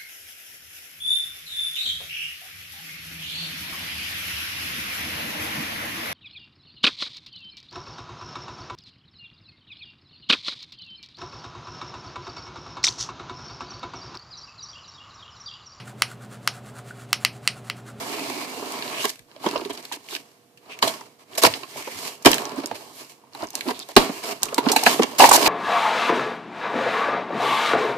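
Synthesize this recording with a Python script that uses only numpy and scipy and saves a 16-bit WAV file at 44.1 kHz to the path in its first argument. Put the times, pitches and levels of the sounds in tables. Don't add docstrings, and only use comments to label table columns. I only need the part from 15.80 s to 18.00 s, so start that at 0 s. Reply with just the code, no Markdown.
import sys
import numpy as np
from scipy import signal
from scipy.fft import rfft, irfft
from scipy.io import wavfile
from scipy.ndimage import uniform_filter1d

SR = 44100
rng = np.random.default_rng(int(sys.argv[2]) if len(sys.argv) > 2 else 0)


def gain_from_db(level_db):
    decades = np.asarray(level_db, float) / 20
    return 10 ** decades


def to_wav(s):
    ch = np.atleast_2d(s).T
    pcm = np.round(np.clip(ch, -1, 1) * 32767)
    wavfile.write(sys.argv[1], SR, pcm.astype(np.int16))


N = 97020
LEAD_S = 0.1

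# pitch [Hz], level [dB rms], pitch waver [Hz].
HUM_TONES = [(120.1, -46.5, .05), (132.4, -54, .1), (146.6, -63, .6), (185.5, -63, .6), (240, -59, .1)]
# pitch [Hz], width [Hz], level [dB rms].
FAN_TONES = [(212.3, 8.9, -56), (401.1, 18.8, -57.5), (575.4, 30, -60.5), (725, 88, -57)]
# frequency [Hz], density [dB per Hz].
AIR_RUMBLE = [(15, -43), (50, -41), (70, -7), (105, 4), (230, 7), (330, 1), (750, -3), (1200, -42)]
# frequency [Hz], density [dB per Hz].
AIR_HISS = [(600, -0.5), (1100, 2), (1800, -6.5), (3000, -9.5), (5000, -17), (8000, -20), (15500, -28),
            (15900, -80)]
# frequency [Hz], left-right likeness [0-1].
AIR_LIKENESS = [(30, .93), (100, .999), (170, 1), (300, 0.92), (600, 0.93), (1650, 0.9), (4500, 0.78),
                (7500, .995)]
# frequency [Hz], t60 [s].
ROOM_DECAY = [(700, .25), (1500, 0.15), (3000, 0.18), (5000, 0.17), (8000, 0.08), (14000, 0.33)]
# frequency [Hz], level [dB].
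ROOM_COLOUR = [(1300, -1), (2500, 5.5), (3500, 3), (4700, 2.5), (6300, 5), (8000, 9), (11000, -7.5),
               (15500, -23)]
# time [s], strength [dB].
EARLIER_KNOCK = (-0.025, -7)
# peak time [s], strength [dB], swell [s], hollow rub against hiss [dB].
SWEEPS = [(0.088, -48, 0.023, 1), (0.206, -51.5, 0.021, -0.5), (0.316, -48, 0.032, 0.5),
          (0.434, -52, 0.02, 2), (0.538, -47.5, 0.023, -1.5), (.66, -52, 0.028, -4), (0.763, -48, 0.025, 0),
          (0.883, -50, 0.031, -1.5), (0.983, -48.5, 0.025, 2), (1.092, -50, 0.03, -2),
          (1.221, -50, 0.051, -1), (1.315, -54.5, 0.021, -14), (1.427, -46.5, 0.017, -1),
          (1.559, -53, 0.027, -4.5), (1.657, -49, 0.02, 0.5), (1.783, -52.5, 0.059, 0.5),
          (1.878, -49.5, 0.025, -2.5), (1.981, -52, 0.018, 3), (2.087, -47, 0.018, 1.5),
          (2.2, -56.5, 0.024, 2)]
# frequency [Hz], density [dB per Hz].
BRISTLE_HISS = [(1100, -18), (1900, -2.5), (4100, -9), (5500, -12.5), (7500, -9.5), (10000, -13),
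                (15500, -25.5), (15900, -63)]
# pitch [Hz], width [Hz], level [dB].
BRISTLE_RESONANCES = [(7400, 500, -20), (9300, 600, -20), (4300, 600, -22)]
# start [s], strength [dB], spot [0 broad face - 1 rim],
# brightness [dB per octave], free ring before the hand damps it [s].
KNOCKS = [
    (0.2208, 2, 0.28, 0.5, 0.002),
    (0.6754, -1.5, 0, -0.5, 0.0018),
    (1.3298, 0, 0.25, 1.5, 0.0021),
    (1.4490, 1.5, 1, 2, 0.0014),
    (1.6755, 2, 1, 3, 0.00205),
    (1.8992, -11.5, 0.86, -2, 0.0014),
]
# pitch [Hz], level struck on the face [dB], level struck on the rim [dB], t60 [s].
PALETTE_MODES = [(864, -41, -39, 0.0027), (1342, -2, -5.5, 0.02), (1554, -2.5, -10, 0.016),
                 (2180, -1.5, 2.5, 0.016), (2654, -7, 2.5, 0.013), (2928, -1.5, -0.5, 0.0086),
                 (4193, -7.5, 0.5, 0.012), (4636, -3, 2, 0.011), (5394, -1, -6, 0.0096),
                 (6200, -5.5, -17, 0.005), (7140, -10.5, -6.5, 0.011), (8760, -8, -5.5, 0.0052),
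                 (9590, -16, -16.5, 0.018), (10580, -20, -14, 0.0094)]
# delay [s], level [dB].
REFLECTIONS = [(.0045, -24), (.0075, -12), (.0105, -12), (.013, -17), (.017, -18)]


def evened(x):
    return x / np.sqrt(np.mean(x ** 2) + 1e-20)


def read(points, hz):
    f, value = np.transpose(points)
    return np.interp(np.log(hz + 1), np.log(f + 1), value)


def coloured(x, points):
    gain = gain_from_db(read(points, np.fft.rfftfreq(len(x), 1 / SR)))
    return evened(irfft(rfft(x) * gain, len(x)))


def resonate(x, hz, width_hz):
    r = np.exp(-np.pi * width_hz / SR)
    return 2 * signal.lfilter([1 - r], [1, -r * np.exp(2j * np.pi * hz / SR)], x).real


def resonate_twice(x, hz, width_hz):
    return resonate(resonate(x, hz, width_hz), hz, 2 * width_hz)


def add(mix, s, sound):
    part = mix[round(s * SR):][:len(sound)]
    part += sound[:len(part)]


def hum():
    drift = evened(uniform_filter1d(rng.standard_normal((len(HUM_TONES), N)), 2500, axis=1))
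    out = np.zeros(N)
    for (hz, db, waver_hz), wander in zip(HUM_TONES, drift):
        cycles = rng.random() + np.cumsum(hz + waver_hz * wander) / SR
        out += np.sqrt(2) * gain_from_db(db) * np.sin(2 * np.pi * cycles)
    return out


def fan():
    out = np.zeros(N)
    for hz, width_hz, db in FAN_TONES:
        out += gain_from_db(db) * evened(resonate_twice(rng.standard_normal(N), hz, width_hz))
    return out


def air():
    rumble_db, hiss_db = -49.5, -53.5
    middle, other = (gain_from_db(rumble_db) * coloured(low, AIR_RUMBLE) + gain_from_db(hiss_db) * coloured(high, AIR_HISS)
                     for low, high in rng.standard_normal((2, 2, N)))
    same = np.clip(read(AIR_LIKENESS, np.fft.rfftfreq(N, 1 / SR)), 0, 1)
    side = irfft(rfft(other) * np.sqrt((1 - same) / (1 + same)), N)
    return np.array([middle + side, middle - side])


def room(x):
    start_s, wide = 0.0011, 0.13
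    taps = np.zeros((2, 22000))
    at = np.arange(0, 21980, 20) + rng.integers(0, 20, (2, 1099))
    np.put_along_axis(taps, at, rng.choice([-1., 1.], at.shape), 1)
    hz, t, bands = signal.stft(taps, SR, nperseg=128)
    decay_db = read(ROOM_COLOUR, hz)[:, None] - 60 * t / read(ROOM_DECAY, hz)[:, None]
    tail = signal.istft(bands * gain_from_db(decay_db), SR, nperseg=128)[1]
    u = np.arange(tail.shape[1]) / SR
    tail = tail * np.clip(u / start_s - 0.5, 0, 1)
    tail = tail[0] + wide * np.array([[1], [-1]]) * tail[1]
    tail = tail / np.linalg.norm(tail[0])
    return signal.fftconvolve(x[None], tail, axes=1)[:, :len(x)]


def brush(length):
    lift_s, flicker_db = 0.02, 1.0
    grit_per_s, grit_spread_db, grit_db = 4300, 4.5, 3
    hollow_hz, hollow_width_hz, hollow_level_db = 1340, 490, -1
    t = np.arange(length) / SR - LEAD_S
    hiss_power, rub_power = np.zeros(length), np.zeros(length)
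    for s, db, swell_s, hollow_db in SWEEPS:
        shape = np.exp(-((t - s) / np.where(t < s, swell_s, lift_s)) ** 2)
        hiss_power += gain_from_db(2 * db) * shape
        rub_power += gain_from_db(2 * (db + hollow_db)) * shape

    grit = gain_from_db(grit_spread_db * np.minimum(rng.exponential(1, length), 4))
    grit = grit * (rng.random(length) < grit_per_s / SR) * rng.choice([-1., 1.], length)
    drive = rng.standard_normal(length) + gain_from_db(grit_db) * evened(grit)

    sheen = sum(gain_from_db(db) * evened(resonate(drive, hz, w)) for hz, w, db in BRISTLE_RESONANCES)
    hiss = evened(coloured(drive, BRISTLE_HISS) + sheen)
    rub = gain_from_db(hollow_level_db) * evened(resonate_twice(drive, hollow_hz, hollow_width_hz))
    flicker = gain_from_db(flicker_db * evened(uniform_filter1d(rng.standard_normal((2, length)), 500, axis=1)))
    return flicker[0] * np.sqrt(hiss_power) * hiss + flicker[1] * np.sqrt(rub_power) * rub


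def knock(spot, bright_db, free_s):
    rattle, rattle_s, rattle_per_s = 0.053, 0.00013, 5000
    fizz_db, fizz_t60_s, fizz_hz, fizz_width_hz = -6.5, 0.006, 12500, 4500
    crack_db, scatter_db, detune, low_lag_s = -27.5, 0.55, 0.008, 0.0004
    damped_t60_s, thin_hz = 0.008, 584
    blunt_s, blunt_t60_s = 0.0003, 0.0025
    t, spot = np.arange(1000) / SR, np.clip(spot, 0, 1)
    draw = rng.standard_normal((4, 1000))
    hits = rattle * draw[0] * (rng.random(1000) < rattle_per_s / SR) * np.exp(-(t / rattle_s) ** 2)
    hits[0] = 1

    fizz = resonate(draw[3], fizz_hz, fizz_width_hz)
    ring = gain_from_db(fizz_db + 2 * bright_db - 60 * t / fizz_t60_s) * fizz
    for k, (hz, face_db, rim_db, t60) in enumerate(PALETTE_MODES):
        db = face_db + spot * (rim_db - face_db) + bright_db * np.log2(hz / 2500) + scatter_db * draw[1, k]
        rise = 1 - np.exp(-t / (low_lag_s * 1300 / hz))
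        tone = np.sin(2 * np.pi * hz * (1 + detune * draw[2, k]) * t)
        ring += gain_from_db(db - 60 * t / t60) * rise * tone
    ring[:3] += gain_from_db(crack_db + 2 * bright_db) * np.array([-1, 2, -1])

    near = signal.fftconvolve(hits, ring)[:1000]
    near = near * gain_from_db(-60 * np.maximum(t - free_s, 0) / damped_t60_s)
    blunt = ring * gain_from_db(-60 * np.maximum(t - blunt_s, 0) / blunt_t60_s)
    blunt = blunt * np.linalg.norm(near) / np.linalg.norm(blunt)
    pair = np.array([near, blunt]) / abs(near).max()
    return signal.sosfilt(signal.butter(3, thin_hz, "highpass", fs=SR, output="sos"), pair).T


def echoes(x):
    out = np.zeros(len(x))
    for s, db in REFLECTIONS:
        add(out, s, gain_from_db(db) * x)
    return resonate_twice(out, 2920, 1100)


def soft_tap(length):
    start_s, hz, db, rise_s, t60_s = 1.1078, 1480, -25.5, 0.0012, 0.025
    t = np.maximum(np.arange(length) / SR - LEAD_S - start_s, 0)
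    return gain_from_db(db - 60 * t / t60_s) * np.minimum(t / rise_s, 1) * np.sin(2 * np.pi * hz * t)


def scene():
    port_db, knock_room_db, sweep_room_db = -27, -13.5, -15
    lead = round(LEAD_S * SR)
    knocks = np.zeros((N + lead, 2)) + soft_tap(N + lead)[:, None]
    earlier_s, earlier_db = EARLIER_KNOCK
    add(knocks, LEAD_S + earlier_s, gain_from_db(earlier_db) * knock(0.5, -2.2, 0.0037))
    for s, db, spot, bright_db, free_s in KNOCKS:
        add(knocks, LEAD_S + s, gain_from_db(db) * knock(spot, bright_db, free_s))
    struck, wall_bound = knocks.T
    sweeps = brush(N + lead)
    near = struck + echoes(wall_bound) + sweeps

    ports = np.convolve(rng.standard_normal(24), [1, 1])
    side = gain_from_db(port_db) * signal.lfilter(ports / np.linalg.norm(ports), 1, near)
    wet = room(gain_from_db(knock_room_db) * wall_bound + gain_from_db(sweep_room_db) * sweeps)
    close = np.array([near + side, near - side]) + wet
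    return close[:, lead:] + hum() + fan() + air()


def top_cut(x):
    return signal.sosfilt(signal.butter(12, 16860, fs=SR, output="sos"), x)


def record(dry):
    lean_db, limit, rumble_hz, edge_hz = -0.3, 1.4, 40, 16000
    x = limit * np.tanh(dry * gain_from_db([[lean_db / 2], [-lean_db / 2]]) / limit)
    x = signal.sosfilt(signal.butter(2, rumble_hz, "highpass", fs=SR, output="sos"), x)
    edge = signal.firwin(121, edge_hz, window=("kaiser", 3), fs=SR)
    x = signal.oaconvolve(x, edge[None], "same")
    return top_cut(x)


dry = scene()
out = record(dry)
to_wav(out)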